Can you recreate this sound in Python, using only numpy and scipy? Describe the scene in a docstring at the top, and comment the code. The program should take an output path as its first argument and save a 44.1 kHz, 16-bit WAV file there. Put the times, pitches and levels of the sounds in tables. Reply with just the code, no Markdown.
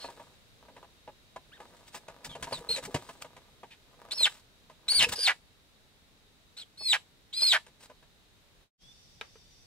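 """Shrill two-voiced squawks fall and break into a rasp, among peeps, low clucks, knocking feet and wings.
A young chicken is scrambling about a small plank coop; then the sound fades out and opens on a yard
where insects drone and a piece of wood clacks. The voice is a pair of whistles that collapse into pulses;
feet and wood are dying modes with bursts of noise; feathers, wings, air and insects are shaped noise."""
import sys
import numpy as np
from scipy import signal
from scipy.fft import rfft, irfft, next_fast_len
from scipy.io import wavfile
from scipy.ndimage import map_coordinates

SR = 44100
rng = np.random.default_rng(int(sys.argv[2]) if len(sys.argv) > 2 else 0)


def wav_record(signal):
    """Record a signal, one row per channel, as 16-bit PCM in the file named by sys.argv[1]."""
    frames = np.transpose(np.atleast_2d(signal))
    bounded = np.clip(frames, -1, 1)
    # unit amplitude maps onto the largest positive 16-bit level
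    quanta = np.round(bounded * 32767).astype(np.int16)
    wavfile.write(sys.argv[1], SR, quanta)


N = 426006
T = np.arange(N) / SR

# Short peeps and chirps. Each row: start in seconds, length in seconds, mid pitch in Hz, glide in Hz per second,
# arch as a share of the pitch, peak level in dB before the voice trim, roughness 0-1.
PEEPS = [(0, 0.083, 4274, -3200, .02, -44.5, 0.42), (1.515, .068, 1850, 2000, 0.4, -54, 0),
         (2.291, 0.065, 3300, -7000, 0.024, -45.5, 0.18), (2.522, 0.061, 4025, -19000, 0.021, -36.5, 0.14),
         (2.688, .09, 4163, -4500, 0.055, -28.5, .06), (3.705, .048, 2593, 4, 0.099, -51.5, 0.65),
         (4.108, 0.034, 4054, 39995, .09, -30.5, 0.2), (6.566, 0.072, 4050, -15000, .22, -40.5, 0.24)]
PEEP_LEAN, PEEP_ENDS_DB, PEEP_SECOND = 0.56, -11, .1  # peaks early, soft at both ends, weak second voice
# Lines in the whistle. Each row: multiple of the first voice, multiple of the second, level in dB
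# before the two voices' balance weighs it.
PARTIALS = [(2, 0, -9.5), (3, 0, -26.5), (1, 1, -25), (0, 2, -20), (0, 3, -31.5), (2, -1, -16.5),
            (3, -1, -21), (.5, 0, -24), (0, .5, -20.5)]
# The whistle's spectrum: thin near 6.4 kHz, strong around 7.7 and 9.1 kHz.
# Each row: frequency in Hz, relative level in dB.
WHISTLE_COLOUR = [(1800, -5), (2500, 6.5), (5200, 2), (6400, -12.5), (7700, 6.5), (8500, -4.5), (9100, 6),
                  (10200, 4)]
# The rasp's spectrum before the throat. Each row: frequency in Hz, relative level in dB.
RASP = [(250, -20.5), (480, -7), (800, -1), (1150, -6.5), (1700, -0.5), (4000, 0.5), (6500, -7),
        (8500, -8.5), (11000, -12), (15000, -27.5)]
# The far wash heard in the coop. Each row: frequency in Hz, relative level in dB per Hz.
COOP_AIR, COOP_AIR_DB = [(15, -31.5), (25, 1), (152, -6), (193, -7), (378, -13), (410, -10.5), (523, -13.5),
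                         (895, -17), (2920, -17.5), (3830, -15), (5280, -22), (15500, -32)], -63.5
# Slow swell of the wash and drone in the coop. Each row: time in seconds, gain in dB.
AIR_SWELL = [(0, 3), (1.2, 2), (3.3, 2.5), (5.6, 0.5)]
# How alike the wash is left and right. Each row: frequency in Hz, likeness as a share (1 is identical).
SAME = [(30, 0.054), (130, 0.49), (600, 0.66), (1400, 0), (3000, 0)]
# Standing waves in the coop. Each row: frequency in Hz, width in Hz, level in dB.
HOLLOW = [(150, 35, -2.5), (817, 290, -9), (1679, 120, -11), (2720, 19, -20.5)]
# Decay of the coop's tail. Each row: frequency in Hz, time to fall 60 dB in seconds.
COOP_T60 = [(400, 0.23), (1500, 0.11), (12000, 0.27)]
# Feathers brushing the planks. Each row: middle in seconds, half length in seconds, peak level in dB.
BRUSHES = [(0.04, 0.24, -60), (1.74, 0.22, -67.5), (1.884, 0.01, -55), (1.957, 0.02, -45),
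           (2.259, 0.014, -43), (2.53, 0.11, -54), (2.849, 0.017, -42), (3.02, 0.16, -57.5),
           (3.223, 0.006, -49), (4.319, 0.072, -54), (5.093, 0.0089, -37), (5.129, 0.015, -33.5),
           (7.833, 0.028, -53.5)]
# Colour of the brushing. Each row: frequency in Hz, relative level in dB.
FEATHERS = [(200, -7), (700, 0), (2000, 0), (4000, 1), (6000, -3), (8500, -2), (11000, -12), (15000, -12)]
# Spells of shuffling feet. Each row: middle in seconds, half length in seconds, peak level in dB.
SHUFFLES = [(.1, 0.19, -60), (0.723, 0.12, -61.5), (1.672, 0.13, -61.5), (2.66, 0.61, -56.5),
            (4.095, 0.14, -57.5), (5.043, 0.15, -53)]
# Modes of the boards. Each row: frequency in Hz, relative level in dB.
BOARDS = [(410, -8), (520, -7.5), (650, -3), (800, -8), (953, -2), (1150, -5.5), (1460, -15)]
# Feet on the boards. Each row: time in seconds, knock in dB and claw in dB, both before the mix of their parts.
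STEPS = [(0.044, -34, -51), (0.086, -37.5, -62), (0.198, -39.5, -71), (0.684, -48, -68), (0.765, -42, -56),
         (0.828, -44.5, -61), (1.077, -37.5, -84), (1.361, -35, -50), (1.602, -40, -51.5),
         (1.945, -38, -38), (2.082, -36.5, -46), (2.246, -49, -37), (2.352, -34.5, -45),
         (2.426, -34.5, -30), (2.471, -33.5, -61), (2.509, -39.5, -51), (2.523, -27, -43),
         (2.762, -40, -30), (2.781, -38.5, -36.5), (2.944, -23.5, -27.5), (3.09, -37, -45),
         (3.246, -39.5, -51), (3.365, -45, -51), (3.632, -37.5, -59), (4.207, -36.5, -58),
         (4.698, -45, -56), (4.918, -40, -33.5), (5.025, -31.5, -20.5), (6.808, -43.5, -61),
         (7.42, -38, -51), (7.665, -51, -51), (7.898, -44, -61), (8.026, -56.5, -61)]
# The whole floor flexing. Each row: frequency in Hz, relative level in dB.
FLOOR = [(100, 0), (155, -5.5), (265, 3.5), (370, 3.5)]
LANDING_S, LANDING_DB = 2.946, -22  # the bird comes down with its whole weight
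# Bouts of wingbeats. Each row: first beat in seconds, end in seconds, beats per second, peak level in dB.
FLURRIES = [(2.296, 3.0, 7.1, -52.5), (5.0, 5.15, 10.2, -47.5)]
# Colour of the wing gusts. Each row: frequency in Hz, relative level in dB.
PUSH = [(35, 5), (150, 0), (280, -5), (1000, -32.5), (4000, -82.5)]
# Low clucks. Each row: start in seconds, length in seconds, pitch in Hz, level in dB.
CLUCKS = [(2.384, 0.024, 437, -57), (2.607, 0.016, 469, -50), (2.685, 0.038, 474, -45),
          (2.772, 0.031, 506, -43), (2.874, 0.031, 405, -44.5), (5.06, 0.022, 503, -44),
          (5.178, 0.023, 477, -48.5)]
# Full squawks. Each row: start in seconds, whistle length in seconds, pitch in Hz, scoop as a share of the pitch,
# glide in Hz per second, drop time in seconds, opening level in dB and full level in dB before the voice trim,
# swell time in seconds, crack time in seconds after the start, second voice before the crack 0-1,
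# second voice after it 0-1, roughness 0-1, rasp length in seconds, throat pitch of the rasp in Hz before it sags,
# rasp amount 0-1.
SQUAWKS = [(4.122, .134, 4737, .25, -1000, .033, -42.5, -22.5, 0.098, .076, .92, 0.04, .02, 0.027, 1850, 0.57),
           (4.88, 0.12, 4560, .25, 900, .009, -23, -18.5, 0.11, 0.061, 0, 0, 0.02, 0.059, 3056, 0.34),
           (5.152, .119, 4900, 0, -1, .017, -36, -21, 0.13, 0.035, .3, 0.25, .15, 0.057, 1849, 0.82),
           (6.772, 0.16, 4488, .1, -2000, .014, -48, -22, 0.12, .118, .33, 0.1, 0, 0.04, 1907, .85),
           (7.327, 0.2, 4058, .27, 3201.5, .035, -37.5, -21.5, 0.092, 0.083, .4, 0.54, 0.01, .055, 1920, 1)]
SCOOP_S = .011  # a squawk slides up to its pitch
SWELL_POWER = 1.3  # the swell starts slowly
CATCH, CATCH_S, CATCH_DB = .4, .005, -12  # the voice catches, hoarse and weak, as it starts
CRACK_S, CRACK_DIP, CRACK_DB, CRACK_ROUGH = .012, .045, -3, 1.3  # pitch and level dip, roughness rises
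ROUGH_SOFT = .35  # share of its roughness that the voice has before it swells
DROP = .31  # share of the pitch lost by the time the whistle breaks
# the rasp sets in, sinks to its own pitch and dies
BREAK_S, SINK_S, RASP_FADE_DB, FADE_POWER = 0.003, .007, -19, 4.8
RASP_SAG = .18  # share by which the rasp's pitch sags as the beak closes
# The far wash heard in the yard. Each row: frequency in Hz, relative level in dB per Hz.
YARD_AIR, YARD_AIR_DB = [(15, -32), (25, 2.5), (148, -4), (313, -13.5), (349, -13), (1240, -20.5),
                         (3170, -16.5), (3530, -13.5), (4150, -16), (5730, -21), (6550, -20), (15500, -34)], -61.5
# The insect chorus. Each row: frequency in Hz, width in Hz of each of two resonances, level in dB.
INSECTS = [(3590, 41, -78.5), (4690, 360, -70), (5380, 490, -70.5), (5680, 15.4, -74), (6040, 28, -75)]
# One insect winding up. Each row: time in seconds, frequency in Hz, level in dB.
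RISING_INSECT = [(8.78, 3160, -69.5), (8.911, 3543, -62), (9.05, 3630, -78.5)]
# Wood clacking in the yard. Each row: time in seconds, level in dB, tilt in dB an octave.
CLACKS = [(9.2119, -29.5, -2), (9.356, -48, -11.5)]
# Modes of that wood. Each row: frequency in Hz, relative level in dB.
WOOD = [(450, -3.5), (900, -2), (1320, 2), (1600, 2), (1900, 1), (2360, 11.5), (2950, 7.5), (3750, 4.5)]
EDGE_HZ = 15750  # nothing sounds above this


def amp(db):
    """Decibels to gain."""
    return 10 ** (np.asarray(db) / 20)


def unit(x):
    """Scales to rms 1."""
    return x / np.sqrt(np.mean(x ** 2) + 1e-20)


def read(points, hz):
    """Reads a spectrum on a log-frequency axis."""
    f, value = np.transpose(points)
    return np.interp(np.log(hz + 1), np.log(f + 1), value)


def add(mix, s, sound):
    """Mixes a sound in at time s."""
    part = mix[..., max(round(s * SR), 0):][..., :sound.shape[-1]]
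    part += sound[..., :part.shape[-1]]


def colour(x, points):
    """Gives x a spectrum, at rms 1."""
    n = next_fast_len(x.shape[-1])
    gain = amp(read(points, np.fft.rfftfreq(n, 1 / SR)))
    return unit(irfft(rfft(x, n) * gain, n)[..., :x.shape[-1]])


def band(n, lo_hz, hi_hz):
    """Noise between two edges, at rms 1."""
    edges = [lo_hz, min(hi_hz, SR / 2 - 1)]
    sos = signal.butter(2, edges, "band", fs=SR, output="sos")
    return unit(signal.sosfilt(sos, rng.standard_normal(n)))


def wander(n, rate):
    """Smooth chance with about `rate` new values a second."""
    knots = rng.standard_normal(n)[:int(n * rate / SR) + 4]
    return map_coordinates(knots, [np.arange(n) * rate / SR], order=2, mode="nearest")


def bumps(rows):
    """Sums bell-shaped swells from rows of middle, half length and peak level."""
    return sum(amp(db) * np.exp(-((T - s) / half) ** 2) for s, half, db in rows)


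def resonate(x, hz, width):
    """A resonance of gain 1 that can follow a curve."""
    turn = np.exp(2j * np.pi * np.cumsum(hz * np.ones(x.shape[-1])) / SR)
    r = np.exp(-np.pi * width / SR)
    return 2 * (turn * signal.lfilter([1 - r], [1, -r], x / turn)).real


def ring(modes, t, t60, spread, tilt_db=0):
    """Dying modes, the high ones faster; every blow lands on another spot and weighs them anew."""
    hz, db = np.transpose(modes)[:, :, None]
    detune, weight, phase = rng.standard_normal((3, len(modes), 1))
    decay_db = -60 * t / t60 * (hz / hz[0]) ** .25  # t60 belongs to the first mode
    level = amp(db + 2 * weight + tilt_db * np.log2(hz / hz[0]) + decay_db)
    tones = np.sin(2 * np.pi * (hz * (1 + spread * detune) * t + phase))
    return (level * tones).sum(0) / np.linalg.norm(level[:, 0])


def whistles(db, hz, second, rasp, unsteady, second_ratio=1.18, lurch=.06, jitter=0.011, rough_jitter=0.067,
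             flutter_db=3.0, turbulence_db=-13, overtone_hiss_db=-13, clash_db=-22):
    """The two sides of the syrinx whistle and intermodulate, with hiss around them."""
    n = len(hz)
    pitch = hz * (1 + lurch * unsteady * wander(n, 138.75))
    shake = jitter + rough_jitter * rasp
    one, two = (2 * np.pi * np.cumsum(pitch * ratio * (1 + shake * wander(n, 900))) / SR
                for ratio in (1, second_ratio))
    first = np.sqrt(1 - second ** 2)
    whistle = first * np.sin(one) + second * np.sin(two)
    for j, k, line_db in PARTIALS:
        balance = (1 - second / 2) ** 2 * first ** min(j, 1) * (2 * second) ** min(abs(k), 1)
        whistle += amp(line_db) * balance * np.sin(j * one + k * two)
    whistle = colour(whistle, WHISTLE_COLOUR) * amp(flutter_db * (0.5 + 2 * unsteady) * wander(n, 250))
    whistle *= amp(7 * unsteady * wander(n, 130))
    # turbulence grows with the roughness and the second voice
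    whistle += amp(turbulence_db) * unsteady * (1 + second) * band(n, 5700, 11000)
    octave_hiss = resonate(resonate(rng.standard_normal(n), 2 * hz, 2500), 2 * hz, 2500)
    whistle += amp(overtone_hiss_db) * octave_hiss
    whistle += amp(clash_db) * second * amp((db - db.max()) / 2) * band(n, 9500, 14000)
    return unit(whistle)


def rasping(hz, rasp_ratio=.34, pulse_jitter=.08, hiss=1.0, throat_width=1200, leak=0.13,
            shut_hz=1400, opening_hz=650, closed_db=1, closed_ratio=.8, closed_width=1600):
    """Slow uneven slaps of the membranes, each a click and a puff of air, ring the throat at hz."""
    n = len(hz)
    turns = np.cumsum(hz * rasp_ratio * (1 + pulse_jitter * wander(n, 700))) / SR
    slaps = np.diff(np.floor(turns), prepend=0) * amp(2 * wander(n, 500))
    puffs = np.exp(-(turns % 1) / 0.63) * rng.standard_normal(n)
    drive = colour(unit(slaps) + hiss * unit(puffs), RASP)
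    # the closing beak lowers the throat's resonance and shuts the treble in
    opening = np.clip((hz - shut_hz) / opening_hz, 0, 1)
    harsh = resonate(drive, hz, throat_width) + leak * opening * drive
    closed = amp(closed_db) * resonate(harsh, hz * closed_ratio, closed_width)
    return unit(opening * harsh + (1 - opening) * closed)


def syrinx(db, hz, second, rasp, trade=0.49, edge_s=.003):
    """Two whistles give way to slow uneven pulses as the rasp grows."""
    n = len(hz)
    t = np.arange(n) / SR
    # the two sides trade strength by chance
    second = np.clip(second * (1 + trade * wander(n, 50)), 0, 1)
    rasp = np.clip(rasp, 0, 1)
    # near the break the pitch lurches and the level stutters
    unsteady = np.sqrt(np.minimum(rasp, .2))
    voice = (1 - rasp) * whistles(db, hz, second, rasp, unsteady) + np.sqrt(rasp) * rasping(hz)
    return amp(db) * voice * np.minimum(1, np.minimum(t, t[-1] - t) / edge_s)


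def peep(s, length, mid_hz, glide, arch, db, rough):
    """A short arched note from the syrinx that stops before it breaks."""
    u = np.linspace(0, 1, round(length * SR))
    hz = (mid_hz + glide * length * (u - .5)) * (1 - arch * (2 * u - 1) ** 2)
    return s, syrinx(db + PEEP_ENDS_DB * (2 * u ** PEEP_LEAN - 1) ** 2, hz, PEEP_SECOND, rough)


def air(spectrum, db):
    """Far forest wash: shaped noise whose left-right likeness varies with frequency."""
    z = rfft(rng.standard_normal((2, N)), next_fast_len(N))
    same = np.clip(read(SAME, np.linspace(0, SR / 2, z.shape[1])), -1, 1)
    z[1] = same * z[0] + np.sqrt(1 - same ** 2) * z[1]
    return amp(db) * colour(irfft(z)[:, :N], spectrum)


def insect(hz, width, db, flutter_db=2):
    """Distant insects sing one fuzzy band, noise through two resonances, that swells and flutters."""
    song = resonate(resonate(rng.standard_normal((2, N)), hz, width), hz, width)
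    return amp(db + flutter_db * wander(N, 25)) * unit(song)


def coop(x, wall_db, tail_db, apart_hz=1500, port_turn=1.69):
    """Close planks throw the sound back and the hollow rings; the two microphone ports agree best in the bass."""
    x = x + sum(amp(db) * resonate(x, hz, width) for hz, width, db in HOLLOW)
    n = SR // 2
    t, hz = np.arange(n) / SR, np.fft.rfftfreq(n, 1 / SR)
    # twenty scattered early reflections a side
    walls = np.zeros((2, n))
    places = (SR * rng.uniform(.001, .012, (2, 20))).astype(int)
    np.put_along_axis(walls, places, rng.choice([-1, 1], (2, 20)) / np.sqrt(20), 1)
    # a noise tail that dies at its own rate in each band
    f, age, z = signal.stft(rng.standard_normal((2, n)), SR, nperseg=256)
    decay = amp(-60 * age / read(COOP_T60, f)[:, None])
    tail = signal.istft(z * decay, SR, nperseg=256)[1][:, :n] * np.minimum(t / .008, 1)
    echo = rfft(amp(wall_db) * walls + amp(tail_db) * tail / np.linalg.norm(tail[0]))
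    same = 1 / (1 + (hz / apart_hz) ** 2)
    echo[1] = same * echo[0] + np.sqrt(1 - same ** 2) * echo[1]
    # the direct sound differs in phase between the ports
    direct = np.exp(-1j * port_turn * np.tanh(hz / (2 * apart_hz)) * np.array([[0], [1]]))
    balance_db = read([(700, 1.0), (1300, -1.5), (2400, 0), (6000, -0.5), (8300, 8.5), (12000, -0.5)], hz)
    response = irfft((direct + echo) * amp(balance_db * np.array([[.5], [-.5]])), n)
    response = np.roll(response, 64, 1)  # keeps the filter's early side; the delay is cut off below
    return signal.oaconvolve(x[None], response, axes=1)[:, 64:N + 64]


def feathers(grain_db=4, clump_db=3):
    """Barbs scrape over rough wood in clumps."""
    grain = amp(grain_db * wander(N, 2500) + clump_db * wander(N, 130))
    return bumps(BRUSHES) * colour(rng.standard_normal(N) * grain, FEATHERS)


def shuffle(taps_per_s=110, uneven_db=4, board_width=70, scrape_db=-3):
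    """Toes patter and drag lightly over the boards: chance taps on the board modes, and scraping noise."""
    taps = (rng.random(N) < taps_per_s / SR) * amp(uneven_db * rng.standard_normal(N))
    patter = unit(sum(amp(db) * resonate(taps, hz, board_width) for hz, db in BOARDS))
    return bumps(SHUFFLES) * unit(patter + amp(scrape_db) * band(N, 230, 650))


def footfall(t, db, claw, board_db=1, thump_db=-14, knock_db=-14, scrape_db=-3, claw_db=-3, dull_db=-7,
             claw_s=.007):
    """One contact thumps the floor, rings the boards and ticks with the claws."""
    n = len(t)
    wood = amp(board_db) * ring(BOARDS, t, t60=0.065, spread=0.044)
    wood += amp(dull_db) * band(n, 290, 1300) * np.exp(-t / 0.0063)
    wood += amp(thump_db) * ring(FLOOR, t, t60=0.11, spread=0.012)
    scrape = (amp(db + knock_db) + amp(claw + scrape_db)) * band(n, 1400, 3300) * np.exp(-t / 0.008)
    tick = amp(claw + claw_db) * band(n, 3500, 8900) * np.exp(-t / claw_s) * amp(2 * wander(n, 1500))
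    return amp(db) * wood + scrape + tick


def steps(rise_s=0.0015, toes_db=-6, toes_s=0.011):
    """Each foot strikes the boards and its toes land a moment later; one landing flexes the whole floor."""
    out, t = np.zeros(N), np.arange(SR // 5) / SR
    rise = 1 - np.exp(-t / rise_s)
    for s, db, claw in STEPS:
        for delay, contact_db in ((0, 0), (toes_s * rng.uniform(.5, 1.5), toes_db)):
            add(out, s + delay - rise_s, amp(contact_db) * footfall(t, db, claw) * rise ** 2)
    add(out, LANDING_S, amp(LANDING_DB) * ring(FLOOR, t, t60=0.082, spread=0.0046) * rise)
    return out


def wings(half_s=0.033):
    """Low gusts of noise from the beating wings, at a steady rate in each flurry."""
    beats = [(s, half_s, db) for first, end, rate, db in FLURRIES for s in np.arange(first, end, 1 / rate)]
    return bumps(beats) * colour(rng.standard_normal(N), PUSH)


def clucks(fall=0.026, overtone_db=-14):
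    """Short closed-beak notes, a tone and its octave, that sag in pitch."""
    out = np.zeros(N)
    for s, length, hz, db in CLUCKS:
        u = np.linspace(0, 1, round(length * SR))
        phase = 2 * np.pi * np.cumsum(hz * (1 + fall * (.5 - u) + 0.095 * wander(len(u), 300))) / SR
        tone = np.sin(phase) + amp(overtone_db) * np.sin(2 * phase)
        add(out, s, amp(db) * unit(np.sin(np.pi * u) * tone))
    return out


def squawk(s, whistle_s, top_hz, scoop, glide, drop_s, opening_db, full_db, swell_s, crack_s,
           before, later, rough, rasp_s, rasp_hz, rasp):
    """The pitch scoops up and glides as the effort swells; at the crack the two voices change balance;
    then the pitch drops ever faster until the whistle breaks into the rasp."""
    t = np.arange(0, whistle_s + rasp_s, 1 / SR)
    held, after = np.minimum(t, whistle_s), np.maximum(t - whistle_s, 0)
    effort = np.minimum(t / swell_s, 1) ** SWELL_POWER
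    catch = np.exp(-t / CATCH_S)
    crack = np.exp(-((t - crack_s) / CRACK_S) ** 2)
    cracked = (1 + np.tanh((t - crack_s) / CRACK_S)) / 2
    broken = (1 + np.tanh((t - whistle_s) / BREAK_S)) / 2
    hz = (top_hz + glide * held) * (1 - scoop * np.exp(-t / SCOOP_S)) * (1 - CRACK_DIP * crack)
    hz *= 1 - DROP * np.exp((held - whistle_s) / drop_s)
    hz = rasp_hz + (hz - rasp_hz) * np.exp(-after / SINK_S)
    hz *= 1 - RASP_SAG * after / rasp_s
    db = opening_db + (full_db - opening_db) * effort + CATCH_DB * catch + CRACK_DB * crack
    db += RASP_FADE_DB * (after / rasp_s) ** FADE_POWER
    hoarse = rough * (ROUGH_SOFT + (1 - ROUGH_SOFT) * effort + CRACK_ROUGH * crack) + CATCH * catch
    second = before + (later - before) * cracked
    return s, syrinx(db, hz, second, hoarse + (rasp - hoarse) * broken)


def yard(crack_db=-3, crack_s=0.0049, echo_db=-17, echo_s=0.028):
    """The insect chorus, one singer winding up, and dry clacks of wood: modes, a noisy crack and a short echo."""
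    s, hz, db = np.transpose(RISING_INSECT)
    out = air(YARD_AIR, YARD_AIR_DB) + sum(insect(*row) for row in INSECTS)
    out += insect(np.interp(T, s, hz), 40, np.interp(T, s, db))
    t = np.arange(SR // 5) / SR
    for s, db, tilt_db in CLACKS:
        body = ring(WOOD, t, t60=0.055, spread=0.0067, tilt_db=tilt_db)
        for port in out:
            crack = amp(crack_db + tilt_db) * band(len(t), 1360, 3600) * np.exp(-t / crack_s)
            echo = amp(echo_db) * band(len(t), 280, 3000) * np.exp(-t / echo_s)
            add(port, s, amp(db) * (body + crack + echo))
    return out


def scene(voice_db=-0.73):
    """The coop fades out; after a moment of silence the yard fades in."""
    voice = np.zeros(N)
    for row in PEEPS:
        add(voice, *peep(*row))
    for row in SQUAWKS:
        add(voice, *squawk(*row))
    body = feathers() + shuffle() + steps() + wings() + clucks()
    inside = coop(amp(voice_db) * voice, wall_db=-8.5, tail_db=-15.5)
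    inside += coop(body, wall_db=-8, tail_db=-15.0)
    outdoors = air(COOP_AIR, COOP_AIR_DB) + insect(3800, 260, -77.5)
    inside += outdoors * amp(np.interp(T, *np.transpose(AIR_SWELL)))
    fade_out = np.interp(T, [8.63, 8.715], [1, 0]) ** 2
    fade_in = np.interp(T, [8.775, 8.825], [0, 1]) ** 2
    return inside * fade_out + yard() * fade_in


def record(dry):
    """A steep low-pass takes off the treble above the band edge."""
    low_pass = signal.firwin(511, EDGE_HZ, window=("kaiser", 9), fs=SR)
    return signal.oaconvolve(dry, low_pass[None], "same")


dry = scene()
out = record(dry)
wav_record(out)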